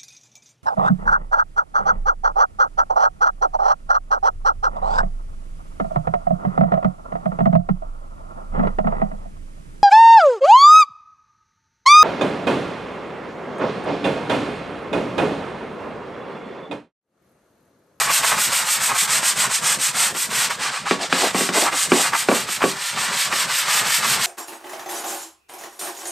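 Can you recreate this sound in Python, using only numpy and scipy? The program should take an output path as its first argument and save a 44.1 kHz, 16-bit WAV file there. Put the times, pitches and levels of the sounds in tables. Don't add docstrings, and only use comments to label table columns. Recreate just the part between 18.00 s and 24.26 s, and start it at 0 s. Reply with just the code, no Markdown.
import sys
import numpy as np
from scipy import signal
from scipy.fft import rfft, irfft, next_fast_len
from scipy.io import wavfile

SR = 44100
rng = np.random.default_rng(int(sys.argv[2]) if len(sys.argv) > 2 else 0)


def dump(signal):
    limited = np.clip(np.atleast_2d(signal).T, -1, 1)
    pcm = np.round(limited * 32767).astype(np.int16)
    wavfile.write(sys.argv[1], SR, pcm)


N = 276066
TIME = np.arange(N) / SR


def from_db(db):
    return 10 ** (np.asarray(db) / 20)


def rms_one(x):
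    return x / np.sqrt(np.mean(x ** 2) + 1e-20)


def over_time(rows):
    return np.interp(TIME, *np.transpose(rows))


def colour(x, spectrum):
    hz, db = np.transpose(spectrum)
    size = next_fast_len(N)
    bins_hz = np.maximum(np.arange(size // 2 + 1) * SR / size, 1)
    gain = from_db(np.interp(np.log(bins_hz), np.log(hz), db))
    return irfft(rfft(x, size) * gain, size)[:N]


def drift(rate):
    knots = rng.standard_normal(8000)
    return rms_one(np.interp(TIME * rate, np.arange(len(knots)), knots))


def flicks(per_s, spread_db):
    chance = per_s / SR
    sizes = from_db(spread_db * np.minimum(rng.exponential(1, N), 4))
    signs = rng.choice([-1, 1], N)
    return rms_one((rng.random(N) < chance) * sizes * signs / np.sqrt(chance))


def slips(per_s, jitter, burst_s):
    rate = per_s * np.exp(jitter * drift(150))
    releases = np.diff(np.floor(np.cumsum(rate) / SR), prepend=0)
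    releases = releases * from_db(rng.uniform(-0.5, 1.8, N))
    bursts = signal.lfilter([1], [1, -np.exp(-1 / (burst_s * SR))], releases + 1e-18)
    return bursts * rng.standard_normal(N)


def swells(rows, scale_s, rise=0.75, fall=1.07):
    power = 0
    for s, db in rows:
        width = scale_s * np.where(TIME < s, rise, fall)
        power = power + from_db(2 * db) * np.exp(-((TIME - s) / width) ** 2)
    return np.sqrt(power)


def dying(t, t60):
    return np.exp(-np.log(1000) * t / t60)


# frequency_hz [Hz], level_db [dB]
AIR_SPECTRUM = [(20, -13), (60, -20), (150, -3), (500, 15), (3000, -21), (15000, -36)]


def room_air():
    middle, side = (rms_one(colour(rng.standard_normal(N), AIR_SPECTRUM)) for _ in range(2))
    return from_db(-60) * (middle + 1.2 * side * np.array([[1], [-1]]))


# start_s [s], full_speed_level_db [dB],
# full_speed_place [share of the stroke, 0-1], flip_judder_db [dB]
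STROKES = [(-.08, -23, 0.44, -41), (0.083, -22, 0.56, -21.5), (.218, -23, 0.42, -21.5),
           (.357, -23.5, .55, -21), (.501, -25, 0.41, -26), (0.649, -24.5, 0.52, -22),
           (0.791, -25.5, 0.43, -27), (0.934, -23.5, 0.52, -20), (1.071, -23, .51, -29),
           (1.214, -23, 0.47, -24), (1.344, -24, .53, -42), (1.487, -25.5, 0.49, -24),
           (1.609, -23.5, 0.49, -38), (1.781, -25, 0.43, -44), (1.928, -24, 0.44, -28.5),
           (2.13, -28, 0.51, -31), (2.29, -23, 0.69, -49), (2.492, -30, 0.2, -24.5),
           (2.583, -26.5, 0.42, -32), (2.708, -31, 0.28, -27), (2.845, -28, 0.43, -21.5),
           (2.985, -28.5, .45, -29), (3.09, -23.5, 0.54, -40), (3.327, -25, 0.34, -22),
           (3.521, -23, 0.35, -22.5), (3.704, -25, .66, -20), (3.884, -24, 0.55, -26),
           (4.115, -26, 0.53, -19), (4.261, -27, 0.52, -40), (4.463, -28, 0.51, -30),
           (4.594, -29.5, 0.6, -19), (4.752, -28.5, 0.62, -47), (4.953, -25.5, .6, -24.5),
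           (5.095, -24, 0.6, -39), (5.297, -23.5, 0.62, -21.5), (5.468, -24, 0.64, -24),
           (5.649, -22.5, 0.73, -28), (5.833, -23, 0.69, -29), (6.015, -22, 0.63, -20.5),
           (6.183, -22, 0.67, -37)]
LAST_TURN_S = 6.34


def hand():
    start, force_db, place, _ = np.transpose(STROKES)
    length = np.diff(start, append=LAST_TURN_S)
    k = np.maximum(np.searchsorted(start, TIME) - 1, 0)
    phase = np.clip((TIME - start[k]) / length[k], 0, 1)
    speeding_up = phase / place[k]
    slowing_down = (1 - phase) / (1 - place[k])
    speed = np.sin(np.pi / 2 * np.minimum(speeding_up, slowing_down))
    fastest_s = start + place * length
    push = np.interp(TIME, fastest_s, (-1) ** np.arange(len(start)))
    return speed, force_db[k], push


# time_s [s], level_db [dB]
CREEP = [(0, -34), (.5, -31.5), (1.3, -39.5), (1.8, -46.5), (2.55, -45), (2.7, -34), (2.85, -43),
         (4.5, -41.5), (5.1, -32.5), (5.3, -37.5), (5.9, -30), (6.26, -33)]


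def friction_db(speed, force_db, law=1.074, law_per_db=-0.1):
    sliding = speed ** (law + law_per_db * (force_db - force_db.mean()))
    creep = from_db(over_time(CREEP))
    return 20 * np.log10(sliding * from_db(force_db) + (1 - sliding) * creep)


# frequency_hz [Hz], level_db [dB per Hz]
SCRATCH_SPECTRUM = [(300, -64), (600, -36), (1100, -5), (1900, 1.5), (2600, 1.5), (3400, 1), (4800, 0),
                    (6200, -5), (8000, -4), (10500, -24), (15000, -51)]
SIZZLE_SPECTRUM = [(3000, -37), (5500, -6), (6600, -5), (7400, -1.5), (8500, 1.5), (9100, -3),
                   (9800, -10.5), (10800, -14.5), (12600, -15), (15500, -54)]
FIZZ_SPECTRUM = [(7000, -39), (9500, -1), (10700, -3), (12400, 1.5), (13800, 0), (14700, -16), (15500, -15)]
BOARD_SPECTRUM = [(250, -63), (480, -11), (700, -4.5), (860, -1), (1150, 2), (1500, 0), (2100, -3.5),
                  (3500, -31)]
# time_s [s], change_db [dB]
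LATHER = [(0, 1), (.8, 4.5), (1.15, 3.5), (2.25, 5), (2.55, -3.5), (3.05, -6.5), (3.4, 1), (3.85, 3.5),
          (4.2, 0.5), (4.65, 0.5), (4.9, -2.5), (6.26, 0)]
# time_s [s], change_db [dB]
FRESH_FOAM = [(0, -4.5), (.7, -6.5), (1.6, -12.5), (2.4, -6), (2.95, -23), (3.2, -9), (3.9, -12),
              (4.2, -6.5), (5.1, -8.5), (5.7, -4), (6.26, -4.5)]


def brush(speed, force_db, push):
    level_db = friction_db(speed, force_db) + 0.79 * drift(130)
    slowness = 1 - speed
    foam_db = over_time(LATHER) - 0.3 * push - 5 * slowness
    fizz_db = foam_db + over_time(FRESH_FOAM) - 0.8 * push - 3 * slowness + 0.65 * drift(35)
    board_db = -4.0 - 3 + 3 * push + 9.5 * slowness

    scratch = rms_one(colour(flicks(2500 + 9000 * speed, spread_db=1.5), SCRATCH_SPECTRUM))
    foam = rms_one(colour(flicks(4000 + 14000 * speed, spread_db=1.5), SIZZLE_SPECTRUM))
    fizz = rms_one(colour(flicks(3000 + 12000 * speed, spread_db=-2.5), FIZZ_SPECTRUM))
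    boards = rms_one(colour(flicks(1500 + 3000 * speed, spread_db=-0.5), BOARD_SPECTRUM))

    mix = scratch * from_db(2.13 + 0.5 * drift(60))
    mix = mix + foam * from_db(0.35 + foam_db)
    mix = mix + fizz * from_db(-1.5 + fizz_db)
    mix = mix + boards * from_db(board_db)
    return from_db(level_db) * mix


# frequency_hz [Hz], level_db [dB per Hz]
JUDDER_SPECTRUM = [(300, -22), (550, -7.5), (800, -0.5), (950, 2.5), (1160, 5.5), (1400, 1), (1800, -2),
                   (2600, -4), (5000, -43)]
# centre_s [s], level_db [dB]
SNAGS = [(.015, -20.5), (.09, -20), (0.324, -17.5), (.61, -26), (0.904, -21), (1.447, -22.5), (2.037, -29),
         (2.66, -25), (2.76, -25), (3.667, -19.5), (4.06, -25), (5.03, -29)]


def judder():
    start, _, _, flip_db = np.transpose(STROKES)
    flip_s = start + 0.18 * np.diff(start, append=LAST_TURN_S)
    flips = swells(zip(flip_s, flip_db), scale_s=0.013)
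    snags = swells(SNAGS, scale_s=0.019)
    volleys = rms_one(colour(slips(per_s=300, jitter=0.41, burst_s=0.0069), JUDDER_SPECTRUM))
    return np.hypot(flips, snags) * volleys


# frequency_hz [Hz], level_db [dB per Hz]
RUMBLE_SPECTRUM = [(25, -34), (55, -14.5), (85, -8.5), (102, -9.5), (126, 1.5), (175, 1), (220, 1),
                   (310, -9), (400, -4), (700, -5.5), (1500, -51)]


def floor_rumble(speed, force_db, alternation):
    lumps = 2 * np.tanh(drift(28) / 2)
    dropout_db = np.interp(alternation, [-1, 1], [-11.5, -2.5]) * speed ** 2
    follow_db = 0.6 * (force_db - force_db.mean())
    level_db = -41.5 + follow_db + dropout_db + 3.5 * lumps
    return from_db(level_db) * rms_one(colour(flicks(1500, spread_db=2.5), RUMBLE_SPECTRUM))


def struck(modes, t, favoured_hz, favour_db=5, uneven_db=1.9):
    out = 0
    for k, (hz, db, t60) in enumerate(modes):
        belly = np.exp(-(2 * np.log2(hz / favoured_hz)) ** 2)
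        db = db + favour_db * belly + uneven_db * rng.standard_normal()
        out = out + (-1) ** k * from_db(db) * np.sin(2 * np.pi * hz * t) * dying(t, t60)
    return out


# start_s [s], thud_db [dB], crack_db [dB],
# favoured_hz (pitch favoured at that spot) [Hz]
KNOCKS = [(1.2304, -31, -7, 900), (1.945, -31, -16, 700), (2.149, -21.5, -18, 293),
          (2.608, -25.5, -17, 350), (2.9102, -3.5, -1, 298), (3.1266, -5.5, 1, 210),
          (3.3457, -4.5, -24, 187), (3.408, -8, -18, 342), (3.49, -9.5, -7.5, 220), (3.728, -24, -9, 700),
          (3.9188, 1, -4, 290), (4.134, -23, -10, 700), (4.2864, 0, -2.5, 500), (4.3153, -1.5, -13, 490),
          (4.489, -27, -11.5, 800), (4.62, -16, -7, 900), (4.6391, -2, -6, 395), (5.328, -21, -10, 900)]
# pitch_hz [Hz], level_db [dB], t60_s [s]
DOOR_MODES = [(185.6, -21, 0.23), (240, -19, 0.17), (280, -24.5, 0.24), (346.4, -18.5, 0.11),
              (395, -23, 0.27), (478, -23.5, 0.13), (521, -23, 0.16), (682, -19.5, 0.048),
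              (810, -22, 0.087), (1122, -21.5, 0.26), (1620, -28, .06), (2230, -30, 0.044)]
BRUSH_MODES = [(352, -9.5, 0.078), (573, -9.5, 0.021), (1140, -16, 0.029), (1740, -17.5, 0.02),
               (2340, -12, 0.021), (3160, -19, 0.0099)]
# centre_hz [Hz], level_db [dB], t60_s [s]
DOOR_TAIL = [(191, -25.5, 0.24), (385, -21.5, 0.24), (770, -22.5, 0.23), (1290, -20.5, 0.11),
             (2720, -37, 0.065)]


def door_knocks():
    t = np.arange(SR // 2) / SR
    out = np.zeros(N + len(t))
    bristles = signal.butter(2, [900, 4000], "band", fs=SR, output="sos")
    for s, thud_db, crack_db, favoured_hz in KNOCKS:
        ring = struck(DOOR_MODES, t, favoured_hz) + struck(BRUSH_MODES, t, favoured_hz, favour_db=6)
        for hz, db, t60 in DOOR_TAIL:
            octave = signal.butter(2, [hz / np.sqrt(2), hz * np.sqrt(2)], "band", fs=SR, output="sos")
            noise = rms_one(signal.sosfilt(octave, rng.standard_normal(len(t))))
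            ring += from_db(db) * noise * dying(t, t60)
        splash = rms_one(signal.sosfilt(bristles, rng.standard_normal(len(t)))) * dying(t, 0.041)
        crack = np.sin(2 * np.pi * 1500 * t) * dying(t, 0.0045)
        at = int(s * SR)
        out[at:at + len(t)] += from_db(thud_db) * ring + from_db(crack_db) * (crack + from_db(-14) * splash)
    return out[:N]


# centre_s [s], level_db [dB]
DOOR_RUBS = [(3.02, -30), (3.18, -28.5), (3.24, -18), (3.39, -27), (3.575, -21), (3.63, -23.5),
             (3.73, -32.5), (3.975, -22), (4.375, -32)]
# frequency_hz [Hz], level_db [dB per Hz]
RUB_SPECTRUM = [(110, -36), (190, -3.5), (370, 3.5), (520, 1.5), (750, 7), (1150, -3.5), (2000, -48)]


def door_rubs():
    rubbing = rms_one(colour(slips(per_s=220, jitter=0.4, burst_s=0.0068), RUB_SPECTRUM))
    return swells(DOOR_RUBS, scale_s=0.026) * rubbing


def door():
    cutoff = signal.butter(4, 145, "high", fs=SR, output="sos")
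    return signal.sosfilt(cutoff, door_knocks() + door_rubs())


def corner(x, echo_db=-14):
    out = x
    for delay_s in (0.0023, 0.0051):
        moving_s = delay_s * (1 + 0.0994 * drift(3))
        out = out + from_db(echo_db) * np.interp(TIME - moving_s, TIME, x, left=0)
    return out / np.sqrt(1 + 2 * from_db(2 * echo_db))


def hallway(x, t60=0.19):
    t = np.arange(SR // 2) / SR
    tails = rng.standard_normal((2, len(t))) * dying(t, t60) * (t > 0.004)
    first, second = (signal.fftconvolve(x, tail / np.sqrt(np.sum(tail ** 2)))[:N] for tail in tails)
    place = 2.49 * drift(6)
    return np.cos(place) * first + np.sin(place) * second


# frequency_hz [Hz], level_db [dB]
WIDTH = [(60, -17), (150, -12.5), (300, -20), (600, -15.5), (4000, -18), (8000, -16), (12000, -9)]


def side_reflections(near):
    return colour(hallway(near), WIDTH) * np.array([[1], [-1]])


def scene():
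    air = room_air()
    speed, force_db, push = hand()
    scrubbing = corner(brush(speed, force_db, push) + judder())
    near = scrubbing + floor_rumble(speed, force_db, alternation=push) + door()
    stereo = near + from_db(-12.5) * hallway(near) + side_reflections(near)
    return stereo * from_db([[-0.25], [0.25]]) + air


def record(dry):
    rounded = dry / (1 + dry ** 4) ** (1 / 4)
    stop_hz = 15400 + 600
    return signal.sosfilt(signal.cheby2(16, 70, stop_hz, fs=SR, output="sos"), rounded)


dry = scene()
out = record(dry)
dump(out)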